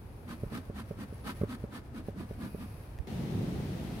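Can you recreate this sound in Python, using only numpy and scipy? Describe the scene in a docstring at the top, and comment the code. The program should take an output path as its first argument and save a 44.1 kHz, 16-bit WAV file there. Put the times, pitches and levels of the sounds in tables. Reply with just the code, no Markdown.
"""Bee smoker at the hive

A smoker is pumped eleven times, about four strokes a second. Each squeeze hums in the can and rushes
from the nozzle; the bellows spring back with a soft knock and a thin hiss of intake. Low outdoor
rumble lies beneath. After a bump, a louder rush with a blurred drone of bees comes in abruptly."""
import sys
import numpy as np
from scipy import signal
from scipy.fft import rfft, irfft
from scipy.io import wavfile
from scipy.ndimage import uniform_filter1d

SR = 44100
rng = np.random.default_rng(int(sys.argv[2]) if len(sys.argv) > 2 else 0)


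def generate_wav(signal):
    """Clip the signal to [-1, 1] and save it as 16-bit WAV at the path in sys.argv[1]."""
    frames = np.transpose(np.atleast_2d(signal))
    scaled = np.clip(frames, -1, 1) * 32767
    pcm = np.round(scaled).astype(np.int16)
    wavfile.write(sys.argv[1], SR, pcm)


N = 176400
T = np.arange(N) / SR
F = np.maximum(np.arange(N // 2 + 1) * SR / N, 1)
FLICKER_HZ = 90  # base rate of the fast random wobbles in level and pitch


def undb(db):
    """Decibels to gain."""
    return 10 ** (np.asarray(db) / 20)


def unit(x):
    """Scale to rms 1."""
    return x / np.sqrt(np.mean(x ** 2))


def across(points):
    """Join (Hz, value) points on a log-frequency axis."""
    hz, value = np.array(points).T
    return np.interp(np.log(F), np.log(hz), value)


def along(points):
    """A fader ride: gain that follows (seconds, dB) points."""
    return undb(np.interp(T, *np.array(points).T))


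def humps(peaks):
    """EQ curve in dB from (Hz, width in Hz, dB) resonances or dips."""
    return sum(db / (1 + (2 * (F - hz) / width) ** 2) for hz, width, db in peaks)


def pan(db):
    """Left and right gains for a level difference; positive leans left."""
    return undb(np.array([[1], [-1]]) * db / 2)


def swell(centre, width, squareness=2):
    """A bell-shaped rise and fall; more squareness flattens the top and steepens the sides."""
    return np.exp(-.5 * abs((T - centre) / width) ** squareness)


def fade(start, decay):
    """A sudden start and an exponential fall."""
    return (T > start) * np.exp(-abs(T - start) / decay)


def walk(rate_hz):
    """Smooth random drift with spread 1."""
    return unit(irfft(rfft(rng.standard_normal(N)) * np.exp(-(F / rate_hz) ** 2) * (F > 1), N))


def ring(modes):
    """Impulse response of damped modes."""
    t = T[:8192]
    return sum(undb(db) * np.cos(2 * np.pi * hz * t) * np.exp(-np.log(1000) * t / t60)
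               for hz, db, t60 in modes)


# Stereo image of the open air. Each row: frequency in Hz, left-right correlation.
WIDE_IMAGE = [(60, 0.97), (150, 0.96), (300, 0.87), (600, 0.49), (1200, 0.045), (4000, 0.021)]
def noise(colour_db, pan_db=0, image=WIDE_IMAGE):
    """Coloured stereo noise at rms 1, narrow in the bass and wide in the treble."""
    mid, side = rfft(rng.standard_normal((2, N)))
    alike = np.clip(across(image), -1, 1)
    stereo = mid * np.sqrt(1 + alike) + np.array([[1], [-1]]) * side * np.sqrt(1 - alike)
    return unit(irfft(stereo * undb(colour_db) * pan(pan_db), N))


# Tone of the outdoor rumble. Each row: frequency in Hz, relative level in dB.
RUMBLE_TONE = [(20, -27), (38, -2.5), (100, 2.5), (165, -8.5), (400, -16), (800, -21.5), (1700, -31),
               (3200, -40), (7000, -48), (10000, -46.5), (16000, -54)]
# Its lean. Each row: frequency in Hz, left over right in dB.
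RUMBLE_PAN = [(500, -.5), (1300, 2.5), (11000, 7)]
# Tone of the high hiss. Each row: frequency in Hz, relative level in dB.
HISS_TONE = [(1700, -25), (2450, 8.5), (3200, -17.5), (4600, -2), (7000, -18.5), (11100, 3.5), (13000, -6),
             (16000, -8)]
# Its fader ride. Each row: time in seconds, level in dB.
HISS_RIDE = [(0, -69.5), (.55, -68), (.75, -88), (2.15, -100), (2.45, -60.5), (2.75, -64), (3.05, -75),
             (3.7, -71), (3.95, -64)]
def outdoors(rumble_db=-45.5):
    """The bed: a steady low rumble and a thin hiss that comes and goes."""
    rumble = undb(rumble_db) * noise(across(RUMBLE_TONE), across(RUMBLE_PAN))
    hiss = noise(across(HISS_TONE)) * along(HISS_RIDE)
    return rumble + hiss


def bees(count=14, wing_hz=196.2, spread=.1, wander=0.0406, rolloff_db=-13.5):
    """Many wingbeats, each wandering in pitch and level, blur into one drone."""
    out = 0
    for place in np.linspace(-1, 1, count):
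        hz = wing_hz * np.exp(spread * place + wander * walk(7.3))
        phase = 2 * np.pi * np.cumsum(hz) / SR
        wings = sum(undb(rolloff_db * k) * np.sin((k + 1) * phase) for k in range(4))
        out = out + wings * undb(2 * walk(4.2)) * pan(2 * rng.standard_normal())
    return unit(out)


# Tone of the low noise around the bees. Each row: frequency in Hz, relative level in dB.
DRONE_TONE = [(25, -40), (55, -5), (150, 1.5), (220, -4), (400, -10.5), (650, -23.5), (4000, -55)]
# Fader ride of that noise and the bees together. Each row: time in seconds, gain in dB.
DRONE_RIDE = [(3.07, -40.5), (3.2, -37.5), (3.42, -34), (3.55, -35), (3.68, -38.5), (4, -39.5)]
# Tone of the rush above them. Each row: frequency in Hz, relative level in dB.
RUSH_TONE = [(300, -15), (700, -1.5), (1200, -11.5), (2000, -10.5), (4000, -14.5), (7200, -23),
             (11000, -24), (16000, -28.5)]
def hive(start_s=3.07, bees_db=-6.5, rush_db=-51):
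    """A steady rush and a swelling low drone with bees in it start abruptly."""
    drone = (noise(across(DRONE_TONE)) + undb(bees_db) * bees()) * along(DRONE_RIDE)
    rush = undb(rush_db) * noise(across(RUSH_TONE), pan_db=3)
    gate = np.clip((T - start_s) / 0.0013, 0, 1)
    return (drone + rush) * gate


# Handling ticks. Each row: start in seconds, gain in dB.
HANDLING_TICKS = [(2.979, -57), (2.9882, -46)]
# Their woody ring. Each row: frequency in Hz, relative level in dB, 60 dB decay time in seconds.
WOOD_MODES = [(680, 1, 0.0095), (1830, 0, 0.014), (2450, -7, 0.01), (4640, -14, .004)]
def bump(centre_s=3.004, width_s=0.0061, hz=63.4, thud_db=-33):
    """Two small woody ticks, then a low handling thud far to the right."""
    thud = -np.cos(2 * np.pi * hz * (T - centre_s)) * swell(centre_s, width_s)
    wood = ring(WOOD_MODES)
    ticks = sum(undb(db) * np.interp(T - start, T[:len(wood)], wood, left=0, right=0)
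                for start, db in HANDLING_TICKS)
    return undb(thud_db) * thud * pan(-19) + ticks


# Early reflections off the hive wall and lid. Each row: delay in seconds, gain.
HIVE_REFLECTIONS = [(.00402, .36), (.0059, .22)]
def beside_hive(x, hand_sway=0.051):
    """Short reflections colour the sound and drift as the hand moves."""
    out = x
    for delay, gain in HIVE_REFLECTIONS:
        late = delay * (1 + hand_sway * np.sin(2 * np.pi * (T / T[-1] + rng.random())))
        out = out + gain * np.array([np.interp(T - late, T, channel) for channel in x])
    return out


# High whistles. Each row: start in seconds, length in seconds, mid pitch in Hz, glide in Hz a second.
GAP_WHISTLES = [(1.108, .09, 10450, 5500), (1.195, .085, 10820, 3500), (1.34, .06, 11000, 9000),
                (1.52, .05, 10480, -12000)]
def whistles(level_db=-68.5, flicker_db=4, waver=.011):
    """Faint wavering whistles of air through a narrow gap, each gliding up or down."""
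    out = np.zeros(N)
    for start, length, hz, glide in GAP_WHISTLES:
        progress = np.clip((T - start) / length, 0, 1)
        flow = np.sqrt(np.sin(np.pi * progress).clip(0))
        pitch = hz * (1 + waver * walk(FLICKER_HZ)) + glide * length * (progress - .5)
        gain = undb(level_db + flicker_db * walk(FLICKER_HZ))
        out += gain * flow * np.sin(2 * np.pi * np.cumsum(pitch) / SR)
    return out * pan(3)


# Air drawn back into the bellows. Each row: centre in seconds, width in seconds, level in dB.
BREATHS = [(.44, 0.075, -61.5), (.65, 0.051, -62.5), (.885, 0.039, -61.5), (1.17, 0.13, -61.5),
           (1.397, 0.052, -57.5), (1.62, 0.035, -62.5), (1.86, 0.016, -65), (2.075, 0.028, -58.5),
           (2.31, 0.04, -59.5), (2.74, 0.18, -61.5)]
# Tone of that air. Each row: frequency in Hz, relative level in dB.
BREATH_TONE = [(800, 8.5), (2400, 6), (3300, -2), (4700, -1), (7000, -8), (9000, -4.5), (11000, 1.5),
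               (13000, -6), (16000, -5)]
def intakes(flicker_db=2):
    """Thin hiss as the bellows refill, with a fast random flicker in level."""
    flow = sum(undb(db) * swell(centre, width) for centre, width, db in BREATHS)
    hiss = noise(across(BREATH_TONE), pan_db=2.5)
    return hiss * flow * undb(flicker_db * walk(2 * FLICKER_HZ))


# Knocks of the bellows. Each row: time in seconds, gain in dB, contact width in seconds,
# panel ring and suction in relative dB, share of the blow in the second contact from 0 to 1.
REBOUNDS = [(.4340, -22.5, 0.00057, 6, -10, 0.72), (0.4694, -30, 0.0019, -4, 3, 0.5),
            (0.5226, -30.5, 0.00037, -8, -15, 0), (0.5365, -29.5, 0.00063, -12, -12, 0),
            (0.6998, -27.5, 0.00055, 5, -4.5, 0.19), (0.9103, -23.5, 0.00058, 8.5, -9, 0.54),
            (1.1270, -31.5, 0.00064, 9.5, -15, 0.23), (1.4145, -16, 0.00056, 2.5, -27, 0.48),
            (1.436, -20, 0.0006, 9, -3.5, 0.08), (1.641, -23.5, 0.00054, 2, -7, 0.17),
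            (2.0856, -27.5, 0.00044, 3, -7, 0), (2.3107, -28.5, 0.00048, 2, -17, 0.1),
            (2.5477, -28, 0.00054, 4, -2, 0.04)]
# Thump of the air cushion. Each row: frequency in Hz, relative level in dB, 60 dB decay in seconds.
CUSHION_MODES = [(112.4, -17.5, 0.1), (204, -2, 0.022)]
# Ring of the panels. Each row: frequency in Hz, relative level in dB, 60 dB decay in seconds.
PANEL_MODES = [(426, -2, 0.026), (567, -6.5, 0.051), (747, -5, 0.028), (1350, -12, .02)]
def knocks(suction_lead_s=0.0028, second_lag_s=0.0015, scuff_db=-32, scuff_hz=1130):
    """The bellows spring open: suction, then one or two soft contacts ring cushion and panels."""
    out = np.zeros(N)
    cushion, panels = ring(CUSHION_MODES), ring(PANEL_MODES)
    scuff = undb(scuff_db) * noise(-20 * abs(np.log2(F / scuff_hz)))  # 20 dB an octave each side
    for at, db, contact, panel_db, suction_db, share in REBOUNDS:
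        blow = (1 - share) * swell(at, contact) + share * swell(at + second_lag_s, contact)
        body = signal.oaconvolve(blow / blow.sum(), cushion + undb(panel_db) * panels)[:N]
        suction = undb(suction_db) * swell(at - suction_lead_s, width=0.0018)
        out = out + undb(db) * (2 * body - suction + scuff * fade(at - contact, decay=0.018))
    return out * pan(-2)


# Stereo image of the nearby can and nozzle. Each row: frequency in Hz, left-right correlation.
CLOSE_IMAGE = [(250, .97), (1300, 0.62), (4000, 0.061), (11000, 0.1)]
def can_hum(hz, width_hz=50.3):
    """The air in the can resonates around one pitch, at a fairly even strength."""
    detune = (F / hz - hz / F) * hz / width_hz
    resonance = noise(-20 * np.log10(1 + detune ** 2 / 2), image=CLOSE_IMAGE)
    running_power = uniform_filter1d(np.mean(resonance ** 2, axis=0), size=700)
    return resonance / np.sqrt(running_power)


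# Squeezes of the bellows. Each row: centre in seconds, width in seconds, jet level in dB,
# hum level in dB, can pitch in Hz.
SQUEEZES = [(0.316, 0.025, -47.5, -42.5, 215), (0.56, 0.027, -44, -39, 218), (0.788, 0.025, -47, -42, 215),
            (1.016, 0.025, -48.5, -41.5, 213), (1.289, 0.025, -40.5, -41, 234),
            (1.522, 0.027, -46.5, -40.5, 231), (1.759, 0.028, -47, -45.5, 230),
            (1.975, 0.025, -52, -41.5, 233), (2.207, 0.029, -51, -40, 200.5),
            (2.439, 0.033, -49.5, -39.5, 217), (2.622, 0.023, -52, -42.5, 218)]
# Tone of the jet. Each row: frequency in Hz, relative level in dB.
JET_TONE = [(150, -7), (400, -4), (750, -3), (1200, 2.5), (1700, -2.5), (2600, -7.5), (3500, -9),
            (4500, -12), (5400, -17), (7000, -19.5), (10000, -15), (16000, -21.5)]
# Hollow colour of the nozzle. Each row: centre in Hz, width in Hz, boost or cut in dB.
NOZZLE_EQ = [(1224, 110, 1), (1765, 90, 2.5), (3550, 170, -1), (4660, 330, 2.5)]
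# Aim of the nozzle, bass right and treble left. Each row: frequency in Hz, left over right in dB.
NOZZLE_PAN = [(300, -7.5), (1400, -1.5), (4000, 3), (11000, 9.5)]
def puffs(sputter_db=1.1, hum_stretch=1.36):
    """Each squeeze drives a sputtering jet; the can hums a little longer, its pitch set per stroke."""
    jet = noise(across(JET_TONE) + humps(NOZZLE_EQ), across(NOZZLE_PAN), CLOSE_IMAGE)
    jet = unit(beside_hive(jet))
    flow = sum(undb(db) * swell(centre, width, squareness=2.23) for centre, width, db, _, _ in SQUEEZES)
    hum = sum(undb(db) * swell(centre, width * hum_stretch, squareness=3.1) * can_hum(hz)
              for centre, width, _, db, hz in SQUEEZES)
    sputter = undb(sputter_db * walk(FLICKER_HZ))
    return jet * flow * sputter + hum * pan(-1)


def from_right(x, lag_s):
    """The smoker is to the right, so the left channel hears it a little later."""
    return np.array([np.interp(T - lag_s, T, x[0]), x[1]])


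def scene():
    """The smoker close by, its nozzle nearer the centre than its bellows, over the background."""
    bellows = from_right(knocks() + beside_hive(intakes()), lag_s=0.000225)
    nozzle = from_right(puffs(), lag_s=0.00015)
    return nozzle + bellows + whistles() + outdoors() + bump() + hive()


# A narrow dip in the microphone's treble. Each row: centre in Hz, width in Hz, gain in dB.
MIC_EQ = [(7400, 750, -3)]
def record(dry, low_hz=31, top_hz=15800):
    """The microphone has a dip in the treble; the recorder cuts the deepest bass and the top."""
    low_cut = 1 / np.sqrt(1 + (low_hz / F) ** 12)
    high_cut = np.clip((top_hz - F) / 100 + 1, 0, 1)
    return irfft(rfft(dry) * undb(humps(MIC_EQ)) * low_cut * high_cut, N)


dry = scene()
out = record(dry)
generate_wav(out)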